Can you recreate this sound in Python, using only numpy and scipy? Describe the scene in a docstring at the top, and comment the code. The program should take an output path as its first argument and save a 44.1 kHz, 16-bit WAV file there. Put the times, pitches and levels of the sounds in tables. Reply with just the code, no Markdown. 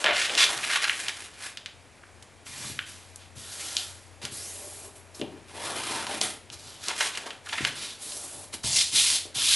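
"""Folding stiff paper on a table

A large sheet of stiff paper is folded, smoothed, creased, opened again and spun round on a wooden table.
Stick-slip friction makes dense clicks that the sheet's shifting resonances colour. Buckling dents snap as
short dispersed impulses, bulges rasp as brief noise bands and hands thud as low, damped ones.
Table resonances ring with the hands; a small, lively room adds echoes, steady noise and a low hum.
"""
import sys
import numpy as np
from scipy import signal
from scipy.fft import rfft, irfft
from scipy.io import wavfile
from scipy.ndimage import uniform_filter1d, map_coordinates

SR = 44100
rng = np.random.default_rng(int(sys.argv[2]) if len(sys.argv) > 2 else 0)


def put_to_file(sound):
    """Save the sound as 16-bit audio at rate SR, in the file named by the first command-line argument."""
    columns = np.atleast_2d(sound).T  # one column per channel
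    safe = np.clip(columns, -1, 1)
    whole_steps = np.round(safe * 32767)
    wavfile.write(sys.argv[1], SR, whole_steps.astype(np.int16))


N = 421155  # length in samples

# Strokes of hand or sheet: each gains contact, speeds up or slows while held, then dies away.
# Each row: start in seconds, attack in seconds, hold in seconds, release in seconds per 20 dB of decay,
# level in dB before the trim of its group of movements, swell over the hold in dB,
# table drone in dB over the level, hiss in dB over the level, name of the movement.
STROKE_ROWS = [ (0.0, 0.0017, 0.14, .05, -38.5, -12, -2.5, 0.5, "swing"),
               (.043, 0.0034, .045, 0.12, -25, 2, -2, -28, "buckle"),
               (0.124, 0.015, .12, 0.051, -29.5, 2, -17, -6.5, "swing"),
               (0.279, 0.0096, 0.089, .1, -36.5, 5.5, -3.5, -5, "swing"),
               (0.37, .01, .062, .033, -20, 1, -17, -7, "skid"),
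               (.445, .005, 0.14, 0.11, -35.5, -3, -4, -0.5, "align"),
               (0.594, 0.039, .03, .07, -35.5, 0, -10, -1.5, "align"),
               (0.663, 0.027, 0.07, 0.075, -31.5, 5.5, -9.5, -6.5, "align"),
               (0.787, 0.017, 0.045, .03, -32, 3.5, -14, -6.5, "align"),
               (0.866, 0.0089, 0.22, 0.068, -36, -4.5, -13, -0.5, "align"),
               (1.123, .02, 0.12, 0.082, -43, -4.5, -12.5, -0.5, "align"),
               (1.323, 0.022, .06, .05, -52, 5, -14, -3.5, "align"),
               (1.391, 0.047, 0.058, 0.048, -38, -4, -13, -1.5, "align"),
               (2.442, 0.035, 0.2, 0.2, -47, 5, -6.5, 2, "flatten"),
               (2.848, 0.02, 0.013, 0.32, -50.5, 3, -11, 1, "flatten"),
               (3.17, 0.029, 0.019, 0.11, -56, 3.5, -8, -7, "flatten"),
               (3.345, .03, 0.42, 0.21, -49, 8.5, -8.5, 3, "right wipe"),
               (3.494, 0.1, .2, .33, -56, -5, 3.5, 12, "right wipe"),
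               (4.213, 0.0066, 0.031, 0.11, -43, 1, -5, -4, "left wipe"),
               (4.297, 0.038, 0.53, 0.072, -48, -7.5, -7, 9.5, "left wipe"),
               (4.543, 0.024, 0.3, .3, -61, -6, 7.5, 12, "left wipe"),
               (4.946, .015, .01, 0.074, -58.5, 0, -5, 8.5, "left wipe"),
               (5.133, 0.021, 0.059, .05, -55, -3, -1, 6.5, "left wipe"),
               (5.268, .01, 0.055, 0.32, -62.5, 2, 9, -4, "crease"),
               (5.419, 0.3, .24, .1, -39.5, 3, -3.5, 0, "crease"),
               (5.898, 0.078, 0.21, .06, -37.5, -1, -2, -1, "crease"),
               (6.205, 0.013, 0.037, 0.099, -33, -1.5, -4.5, 4.5, "crease"),
               (6.506, 0.032, .004, 0.046, -41.5, -1.5, -10, -0.5, "grip"),
               (6.58, 0.018, .22, .05, -49, -4, -7.5, 1, "grip"),
               (6.795, 0.067, 0.013, .03, -39.5, 0, -20, -2, "grip"),
               (6.86, 0.037, 0.018, 0.085, -35, -1.5, -5.5, -6, "unfold"),
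               (6.924, 0.083, 0.067, 0.066, -31, -5, -10.5, 0, "unfold"),
               (7.125, 0.016, 0.13, 0.17, -38.5, -9.5, -8.5, -5, "unfold"),
               (7.422, 0.054, 0.11, .05, -42.5, 1.5, -8.5, -2.5, "unfold"),
               (7.569, 0.019, 0.07, 0.13, -37, 3.5, -5, -5.5, "unfold"),
               (7.729, 0.042, 0.076, 0.18, -40, 3.5, -13, -4.5, "spread"),
               (7.95, .15, 0.34, .12, -45, -9, -6.5, 8.5, "spread"),
               (8.519, 0.025, 0.0057, 0.026, -36, -2.5, -9, 0.5, "spread"),
               (8.628, 0.012, 0.15, 0.14, -35, 6, -13.5, 2.5, "spin start"),
               (8.721, 0.051, 0.047, .04, -29.5, 2.5, -37, -1.5, "spin start"),
               (8.9, 0.07, 0.19, 0.082, -26, -4, -24.5, 1.5, "spin on"),
               (9.339, 0.02, 0.18, .1, -32, 10.5, -18, -0.5, "spin end")]


def undb(db):
    """Amplitude gain is ten to the power of decibels over twenty."""
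    return 10 ** (np.asarray(db) / 20)


def unit(x):
    """Normalisation by root mean square: scale to rms 1."""
    return x / np.sqrt(np.mean(x ** 2) + 1e-20)


def add(out, s, sound):
    """Superposition: mix a sound into out from time s in seconds."""
    at = max(int(s * SR), 0)
    out[at:at + len(sound)] += sound[:max(N - at, 0)]


def tone(points):
    """Spectral envelope: a function from Hz to dB, joining its points by straight lines in log frequency."""
    hz, db = np.transpose(points)
    return lambda f: np.interp(np.log(f), np.log(hz), db)


def hump(centre_hz, octaves, depth_db, squareness):
    """Broad resonance with skirts depth_db below its top; squareness flattens the top and steepens the sides."""
    def db_at(f):
        distance = np.abs(np.log2(f / centre_hz) / octaves)
        return depth_db * (np.exp(-distance ** squareness / (2 * np.pi)) - 1)
    return db_at


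def colour(x, db_at, size=4096):
    """Minimum-phase filtering: folding the cepstrum gives a causal response with the dB at each frequency."""
    f = np.maximum(np.fft.rfftfreq(size, 1 / SR), 1)
    cepstrum = irfft(np.log(undb(db_at(f)) + 1e-6))
    cepstrum[1:size // 2] *= 2
    cepstrum[size // 2 + 1:] = 0
    response = irfft(np.exp(rfft(cepstrum)))
    return signal.fftconvolve(x, response)[:len(x)]


def below(x, hz):
    """Zero-phase low-pass filtering: the part of a sound under hz."""
    return signal.sosfiltfilt(signal.butter(3, hz, fs=SR, output="sos"), x)


def resonate(x, hz, width_hz):
    """A single damped resonance, with gain 1 at its centre."""
    return signal.lfilter(*signal.iirpeak(hz, hz / width_hz, fs=SR), x)


def walk(n, rate):
    """Smoothed random steps, rate per second, give a wandering with a spread near 1."""
    k = max(int(SR / rate), 1)
    steps = np.repeat(rng.standard_normal(n // k + 2), k)
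    return unit(uniform_filter1d(steps, k))[:n]


def background():
    """Diffuse noise that differs between channels in the bass, and a hum whose pitch and level waver."""
    # Steady noise of the room. Each row: frequency in Hz, relative level in dB.
    floor_tone = [(25, -15), (60, -7), (95, -1.5), (160, -8.5), (750, -9.5), (1300, -14.5), (2400, -14),
                  (3000, -19.5), (11000, -24.5), (15000, -58)]
    # Slow course of the hum. Each row: time in seconds, mean level in dB.
    hum_levels = [(0, -66), (1.2, -70), (2.2, -64), (2.7, -58), (4, -56), (5.4, -57.5), (6.2, -58.5),
                  (7.3, -68), (8.3, -63.5), (9.5, -55.5)]
    floor_db, hum_hz = -54, 90.2
    mid, side = (unit(colour(rng.standard_normal(N), tone(floor_tone))) for _ in range(2))
    noise = mid + 0.37 * below(side, 390) * np.array([[1], [-1]])
    hum_s, hum_db = np.transpose(hum_levels)
    level_db = np.interp(np.arange(N) / SR, hum_s, hum_db) + 0.96 * walk(N, 6)
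    phase = 2 * np.pi * np.cumsum(hum_hz + .5 * walk(N, 5.4)) / SR
    hum = np.sqrt(2) * np.sin(phase) * undb(level_db)
    return undb(floor_db) * noise + hum


def effort(movement, t):
    """Friction grows with speed: rasp and hiss gains follow contact and speed, the drone contact alone."""
    power = np.zeros((3, len(t)))
    for start, attack, hold, release, db, swell_db, drone_db, hiss_db, name in STROKE_ROWS:
        if name == movement:
            age = t - start
            rise = np.sin(np.pi / 2 * np.clip(age / attack, 0, 1)) ** 2
            touch = rise * 10 ** (-np.maximum(age - attack - hold, 0) / release)
            speed = undb(swell_db * np.clip((age - attack) / hold, 0, 1))
            drone = np.full(len(t), undb(drone_db))
            gains = undb(db) * touch * np.array([speed, drone, speed * undb(hiss_db)])
            power += gains ** 2
    return np.sqrt(power)


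def flex(x, depth_db, size=512):
    """Modes of a flexing sheet rise, sink and shift; in the treble they merge and even out."""
    ripple_hz, ripple_s, merge_hz = 260, .025, 3500  # spacing of the modes, their time scale, where they merge
    f, t, bins = signal.stft(x, SR, nperseg=size)
    places = np.meshgrid(f / ripple_hz, t / ripple_s, indexing="ij")
    heights = rng.standard_normal([int(p.max()) + 2 for p in places])
    ripple = unit(map_coordinates(heights, places, order=1)) / (1 + (f[:, None] / merge_hz) ** 2)
    return signal.istft(bins * unit(undb(depth_db * ripple)), SR, nperseg=size)[1][:len(x)]


def rub(movement, spectrum, slips, spread_db, judder_db):
    """Stick-slip friction: fibres click about slips times a second, juddering, and the sheet colours them."""
    start = min(row[0] for row in STROKE_ROWS if row[-1] == movement)
    n = 2 * SR
    rasp_gain, drone_gain, hiss_gain = effort(movement, start + np.arange(n) / SR)
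    size, chance, sign, fine = rng.random((n, 4)).T
    # slip sizes in dB follow an exponential law, cut off at four times the spread
    sizes = undb(spread_db * np.minimum(-np.log(1 - size), 4)) * np.sign(sign - .5)
    clicks = unit(sizes * (chance < slips / SR)) + .5 * unit(fine - .5)
    contact = undb(judder_db * (walk(n, 120) + 0.84 * walk(n, 30.08)))
    sound = flex(colour(clicks * contact, tone(spectrum)), depth_db=2.0)
    # pressure makes the table drone under the sheet; speed adds hiss on top
    drone = below(sound, 1200)
    hiss = sound - below(sound, 5000)
    rasp = sound - drone - hiss
    out = np.zeros(N)
    add(out, start, rasp_gain * unit(rasp) + drone_gain * unit(drone) + hiss_gain * unit(hiss))
    return out


def bending():
    """Stick-slip friction of a bent sheet: the flap rustles grainily while bent, laid down and opened."""
    # Colours of the flap buckling, swinging over, being laid against the middle crease, and being
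    # opened and pushed down. Each row: frequency in Hz, relative level in dB.
    buckle_tone = [(88, -46), (150, -16.5), (479, -13.5), (565, 0), (1030, -8), (1370, -3), (2160, -3),
                   (3800, -9), (6430, -27), (10500, -37), (11500, -53), (15000, -83), (22000, -120)]
    swing_tone = [(88, -61), (150, -19), (728, -6.5), (1110, -12), (1370, -6.5), (2640, -3.5), (10500, -15),
                  (11500, -21), (15000, -50), (22000, -120)]
    align_tone = [(88, -42), (150, -18), (1030, -8), (1130, -7), (1800, -4), (7440, -10.5), (10700, -9.5),
                  (11500, -16), (15000, -45), (22000, -120)]
    unfold_tone = [(88, -52), (150, -11), (812, -3), (1100, -2.5), (2460, -0.5), (10700, -5), (11500, -10),
                   (15000, -50), (22000, -120)]
    rustle = (rub("buckle", buckle_tone, slips=1500, spread_db=2.5, judder_db=0.8)
              + rub("swing", swing_tone, slips=3200, spread_db=1.4, judder_db=1.6)
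              + rub("align", align_tone, slips=1800, spread_db=2.3, judder_db=1.9)
              + rub("unfold", unfold_tone, slips=3200, spread_db=1.5, judder_db=2.3))
    return rustle * undb(-1.37)


def blow(decay_ms, db_at, flutter, size=4096):
    """Dispersion of an impulse: a sharp push and its dying flutter, coloured; its loudest millisecond has rms 1."""
    ms = np.arange(size) * 1000 / SR
    fade = np.exp(-ms / decay_ms)
    push = rng.standard_normal(size) * fade
    push *= flutter / np.linalg.norm(push)
    push[0] = 1
    # bending waves scatter the push in time: flatten the spectrum, keep the phases, fade a little
    for _ in range(4):
        push = irfft(np.exp(1j * np.angle(rfft(push)))) * fade ** 0.074
    ring = colour(push, db_at)
    return ring / np.sqrt(uniform_filter1d(ring ** 2, size=44).max())


def snaps():
    """Snap-through buckling: dents in the stiff sheet flip with a dry tick and ring the sheet briefly."""
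    # Ticks of the buckling sheet. Each row: start in seconds, level in dB before ringing and the trim below,
    # centre in Hz, width in octaves, decay of the push in milliseconds.
    snap_rows = [(0.0424, -12.5, 2000, 1.3, 3.8), (.062, -13, 2280, 0.83, 0.77),
                 (0.0692, -12, 1890, 0.66, 1.2), (.296, -19.5, 2370, 0.73, 2.9),
                 (0.352, -14.5, 4180, .8, 0.83), (.577, -22, 4600, 0.85, 0.78), (.638, -24, 2400, .6, 2),
                 (.759, -20, 2000, 1.3, 2.6), (.8425, -19, 3600, 0.89, 1.5), (.851, -17, 1800, 0.65, 1.6),
                 (.882, -22, 3000, 1.1, 1.5), (0.8957, -13.5, 2100, 0.65, 2.4),
                 (1.083, -18.5, 2900, 1.17, 4.5), (1.5723, -28, 3300, 1.0, 2.8),
                 (1.66, -23, 2900, 1.0, 1.9), (2.034, -42, 1410, 0.68, 8.1),
                 (2.225, -38.5, 5500, 1.35, 7.7), (2.467, -34, 3500, 1.7, 3), (2.7902, -20, 2110, .7, 1.9),
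                 (3.159, -27.5, 8500, 0.79, 2), (3.7675, -12, 4430, .7, 1.8), (4.252, -21, 4230, 1.1, 1.8),
                 (5.196, -38, 3500, 1.3, 2.5), (5.2141, -27, 3000, .75, 2.9), (6.068, -25, 2400, 1.4, 2.3),
                 (6.213, -13.5, 5000, 0.7, 3.0), (6.501, -31.5, 3600, .85, 1.6),
                 (6.8835, -16, 5470, 0.81, 1.9), (7.008, -17.5, 1680, 1.43, 9),
                 (7.174, -20.5, 2800, 1.7, 5.6), (7.3055, -29, 2600, 0.92, 5), (7.583, -25, 2000, 1.0, 3),
                 (7.644, -23, 2300, 1.2, 0.98), (7.6497, -12, 2500, 1.0, 2.0)]
    # Resonances that every snap rings. Each row: frequency in Hz, width in Hz, level in dB over the dry snap.
    sheet_modes = [(1520, 260, -1.5), (3000, 480, 2)]
    dry_snaps = np.zeros(N)
    for s, db, hz, octaves, decay_ms in snap_rows:
        spectrum = hump(hz, octaves, depth_db=39.5, squareness=2.22)
        add(dry_snaps, s, undb(db) * blow(decay_ms, spectrum, flutter=2.8))
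    ringing = sum(undb(db) * resonate(dry_snaps, hz, width) for hz, width, db in sheet_modes)
    return undb(-2.5) * flex(dry_snaps + ringing, depth_db=1.6)


def flutters(size=8192):
    """Friction after buckling: a bulge gives way and shuffles over the layer below, a rasp that builds and dies."""
    # Short rasps. Each row: time of the peak in seconds, level in dB before flexing, centre in Hz,
    # width in octaves, rise in milliseconds, decay in milliseconds.
    flutter_rows = [(0.085, -26, 1400, 1.1, 4.1, 10), (.109, -21, 1600, 0.94, 2, 6),
                    (.217, -25.5, 2800, 0.84, 3.6, 8.8), (0.253, -27, 2500, .9, 4.7, 8),
                    (0.44, -19, 3200, 0.69, 2.8, 4), (.528, -35, 1700, .8, 2.8, 10),
                    (.589, -29.5, 1400, 0.97, 4, 6), (.638, -26, 2370, 0.44, 12.5, 9),
                    (.7, -27, 1800, 1.1, 7.5, 8), (.763, -24.5, 2000, 1.2, 7.8, 8),
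                    (.843, -23, 2100, 1.0, 6.4, 7), (.879, -25.5, 1700, 0.85, 4, 4.6),
                    (.912, -27, 1980, .25, 6.4, 13), (1.0, -36, 1600, 0.65, 3.96, 5.3),
                    (1.066, -33, 3200, .8, 3, 4), (1.094, -28.5, 2600, .9, 3, 7),
                    (1.575, -39, 3200, .6, 2, 11), (1.663, -37, 3000, .7, 2, 9),
                    (2.648, -42, 1500, .8, 3, 7), (2.792, -36, 2950, .3, 2, 10),
                    (3.607, -34.5, 4000, 1.4, 15.5, 23), (3.686, -31.5, 4500, 1.3, 3.6, 5.6),
                    (3.778, -29, 3900, 0.47, 7.7, 22), (4.232, -38, 4000, 0.65, 4, 7),
                    (4.254, -37, 3500, 1.2, 7, 10), (5.147, -44, 5400, .45, 2, 14),
                    (5.218, -42, 2850, 0.2, 3, 18), (6.907, -29, 2200, 1.0, 9, 7),
                    (7.011, -22, 2170, 1.35, 7.4, 13), (7.073, -30.5, 4000, 1.1, 6, 12),
                    (7.151, -32, 2300, 1.0, 3, 7), (7.47, -36, 1890, 0.67, 4, 6.3),
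                    (7.495, -32, 2700, .6, 7, 6), (7.531, -26.5, 1820, 1.17, 8.8, 13),
                    (7.586, -28, 1950, 0.7, 12, 14),  (8.121, -33, 3700, .6, 2.2, 4),
                    (8.812, -24, 4000, .45, 21, 6)]
    out = np.zeros(N)
    ms = np.arange(size) * 1000 / SR
    for s, db, hz, octaves, rise_ms, decay_ms in flutter_rows:
        spectrum = hump(hz, octaves, depth_db=42, squareness=2.23)
        rasp = unit(colour(rng.standard_normal(size), spectrum))
        shape = np.minimum(ms / rise_ms, 1) * np.exp(-np.maximum(ms - rise_ms, 0) / decay_ms)
        add(out, s - rise_ms / 1000, undb(db) * shape * rasp)
    return flex(out, depth_db=3.0)


def sliding():
    """Stick-slip friction of paper on wood: the whole sheet rasps over the grain."""
    # Colours of the sheet skidding, then of the pushes that start, continue and end its spin.
    # Each row: frequency in Hz, relative level in dB.
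    skid_tone = [(180, -94), (300, -65), (460, -21), (727, -16), (886, -21), (971, -14), (3390, -5),
                 (10300, -15.5), (11500, -17), (15000, -59), (22000, -120)]
    start_tone = [(88, -53), (150, -31), (201, -18), (506, -23.5), (630, -18.5), (1480, -22), (2050, -15),
                  (4470, -3), (10900, -4), (11500, -17), (15000, -40), (22000, -120)]
    on_tone = [(88, -52), (150, -34), (208, -21), (471, -25.5), (922, -18), (1620, -18), (1870, -13.5),
               (3410, -5), (5000, -2.5), (7170, -3.5), (10700, -0.5), (11500, -9), (15000, -40),
               (22000, -120)]
    end_tone = [(88, -60.5), (150, -26), (294, -17), (479, -37), (554, -24), (1740, -16.5), (1910, -17),
                (3230, -1.5), (7300, -10), (10500, -8), (11500, -9.5), (15000, -44), (22000, -120)]
    rasp = (rub("skid", skid_tone, slips=5000, spread_db=0.5, judder_db=0.75)
            + rub("spin start", start_tone, slips=8200, spread_db=2.5, judder_db=1.0)
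            + rub("spin on", on_tone, slips=6000, spread_db=2.5, judder_db=1.0)
            + rub("spin end", end_tone, slips=6000, spread_db=2.0, judder_db=0.1))
    return rasp * undb(-0.43)


def smoothing():
    """Stick-slip friction of skin on paper: a fine swish, grittier for the knuckles on the fold."""
    # Colours of fingers flattening the flap, each hand wiping outwards, knuckles pressing along the fold,
    # fingertips feeling for the edge, both hands spreading the sheet.
    # Each row: frequency in Hz, relative level in dB.
    flatten_tone = [(65, -27), (110, -5), (321, -10.5), (367, -23), (621, -13), (3440, -7), (11500, -8),
                    (15000, -38), (22000, -120)]
    right_tone = [(88, -39), (150, -12), (305, -9), (446, -7), (1210, -7), (1330, -1.5), (2160, -5),
                  (3600, 1), (10500, 2.5), (11500, 3), (15000, -46), (22000, -120)]
    left_tone = [(88, -45), (150, -9.5), (327, -10.5), (405, -2), (445, -7), (535, -5), (1560, -12.5),
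                 (6200, -8.5), (11500, -3), (15000, -41), (22000, -120)]
    crease_tone = [(71, -44), (120, -7), (157, -7), (248, -3), (465, -3), (961, -2.5), (1950, -6),
                   (3390, -6), (7000, -18), (10700, -14), (11500, -21), (15000, -37), (22000, -120)]
    grip_tone = [(88, -39), (150, -5), (346, -5), (596, -5), (1430, -5.5), (1870, -10.5), (4990, -0.5),
                 (11500, -2), (15000, -41), (22000, -120)]
    spread_tone = [(88, -47), (150, -3.5), (769, -6.5), (2010, -10.5), (3730, -3), (5980, -0.5),
                   (10500, 7.5), (11500, 1.5), (15000, -36.5), (22000, -120)]
    swish = (rub("flatten", flatten_tone, slips=9000, spread_db=2.0, judder_db=0.9)
             + rub("right wipe", right_tone, slips=7000, spread_db=2.0, judder_db=0.8)
             + rub("left wipe", left_tone, slips=12000, spread_db=2.0, judder_db=0.5)
             + rub("crease", crease_tone, slips=2600, spread_db=1.9, judder_db=1.6)
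             + rub("grip", grip_tone, slips=4400, spread_db=3.5, judder_db=1.5)
             + rub("spread", spread_tone, slips=13000, spread_db=-1.0, judder_db=0.9))
    return swish * undb(-1.02)


def thuds():
    """Damped impact: soft hands knock the table through the paper."""
    # Hands landing on sheet and table. Each row: start in seconds, level in dB before the table rings,
    # centre in Hz, decay of the push in milliseconds.
    thud_rows = [(2.604, -41, 140, 12), (2.644, -37, 134, 14), (2.699, -38, 145, 13), (3.36, -43, 115, 11),
                 (4.24, -37, 151, 17), (4.321, -39.5, 151, 17), (5.197, -32.5, 256, 6.6),
                 (5.214, -25.5, 265, 11), (5.222, -32, 380, 34), (5.33, -41, 290, 24),
                 (5.755, -37, 300, 14), (5.908, -33, 250, 13), (6.215, -30, 640, 10),
                 (6.513, -44, 130, 9.2), (6.657, -45, 130, 9), (7.01, -32, 950, 17), (7.607, -26, 220, 11),
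                 (7.626, -30.5, 120, 11), (8.639, -34, 1300, 5), (8.644, -28.5, 112, 30),
                 (8.929, -39.5, 171.5, 12), (9.254, -39.5, 397, 35), (9.36, -38, 128.5, 9),
                 (9.382, -38, 506, 6.5)]
    out = np.zeros(N)
    for s, db, hz, decay_ms in thud_rows:
        spectrum = hump(hz, octaves=0.92, depth_db=53.5, squareness=1.85)
        add(out, s, undb(db) * blow(decay_ms, spectrum, flutter=1.66))
    return out


def table(x, wander_db):
    """Sympathetic resonance: modes of the table top come and go as the hands travel over it."""
    # Resonances of the table top. Each row: frequency in Hz, width in Hz,
    # level in dB over the dry contact, about which it wanders.
    table_modes = [(255, 40, -11), (600, 60, -8), (800, 31, -8.5), (966, 37, -13)]
    return x + sum(resonate(x * undb(db + wander_db * walk(N, 7)), hz, width) for hz, width, db in table_modes)


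def glides():
    """Heterodyned noise: hiss swells, slides in pitch and fades as hands, knuckles or sheet change speed or contact."""
    # Sliding hiss of hands, knuckles and the spinning sheet. Each row: start in seconds, end in seconds,
    # start frequency in Hz, end frequency in Hz, half width in Hz, level in dB at the middle.
    glide_rows = [(4.304, 4.56, 4000, 7460, 600, -46), (5.52, 5.68, 480, 1080, 260, -45),
                  (5.59, 5.8, 998, 1464, 280, -45), (5.691, 5.8, 560, 640, 170, -42.5),
                  (5.85, 6.029, 1010, 929.5, 90, -43), (6.581, 6.831, 5020, 2890, 600, -54.5),
                  (7.734, 7.949, 2806, 4070, 600, -61), (8.003, 8.301, 3600, 8070, 600, -48),
                  (8.71, 8.825, 7010, 4410, 900, -28), (8.944, 9.025, 4100, 3196, 550, -23.5),
                  (9.02, 9.159, 4300, 5600, 905, -32.5)]
    out = np.zeros(N)
    for start, end, start_hz, end_hz, width_hz, db in glide_rows:
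        progress = np.linspace(0, 1, int((end - start) * SR))
        phase = 2 * np.pi * np.cumsum(start_hz * (end_hz / start_hz) ** progress) / SR
        lowpass = signal.butter(2, width_hz, fs=SR, output="sos")
        noise = signal.sosfilt(lowpass, rng.standard_normal((2, SR))[:, :len(phase)])
        # two low noises on carriers a quarter turn apart make one moving band
        band = unit(noise[0] * np.cos(phase) + noise[1] * np.sin(phase))
        add(out, start, undb(db) * band * np.sqrt(np.abs(np.sin(np.pi * progress))))
    return out


def room(x, wet_db, bass_t60, mid_t60, treble_t60, gap_s, echo_s, echo_db):
    """Reverberation: direct sound, one reflection from a nearby surface, then dense, exponentially dying echoes."""
    t = np.arange(SR * 3 // 5) / SR
    tail = 0
    for band, t60 in [((60, 500), bass_t60), ((500, 4500), mid_t60), ((4500, 15000), treble_t60)]:
        bandpass = signal.butter(3, band, "band", fs=SR, output="sos")
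        noise = signal.sosfilt(bandpass, rng.standard_normal(len(t)))
        tail = tail + noise * np.exp(-np.log(1000) * t / t60)  # down 60 dB after t60 seconds
    tail = tail * np.clip(t / gap_s - .5, 0, 1)
    response = undb(wet_db) * tail / np.linalg.norm(tail)
    response[0] = 1
    response[int(echo_s * SR)] += undb(echo_db)
    return signal.fftconvolve(x, response / np.linalg.norm(response))[:N]


def scene():
    """Superposition of paper and hands in the room; a standing wave leaves a hollow in the upper bass."""
    on_table = table(smoothing() + thuds(), wander_db=3.5)
    paper = on_table + bending() + sliding() + glides() + snaps() + flutters()
    echoing = room(paper, wet_db=-8.5, bass_t60=0.61, mid_t60=0.39, treble_t60=0.31,
                   gap_s=0.003, echo_s=.0029, echo_db=-17.5)
    sound = echoing + background()
    return sound - undb(-3.5) * resonate(sound, hz=165, width_hz=22)


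def record(dry):
    """Level difference between channels: the bass leans mostly left; a steep low-pass cuts the top."""
    # Balance of the microphone. Each row: frequency in Hz, left minus right in dB.
    bass_lean = [(30, -6), (85, 13.5), (130, 5), (250, 3), (500, 4.5), (1000, 0)]
    top_hz = 11350
    f = np.maximum(np.fft.rfftfreq(2 * N, 1 / SR), 1)
    left = 2 / (1 + undb(-tone(bass_lean)(f)))
    sound = irfft(rfft(dry, 2 * N) * np.array([left, 2 - left]))[:, :N]
    return signal.sosfilt(signal.ellip(10, .2, 70, top_hz, fs=SR, output="sos"), sound)


dry = scene()
out = record(dry)
put_to_file(out)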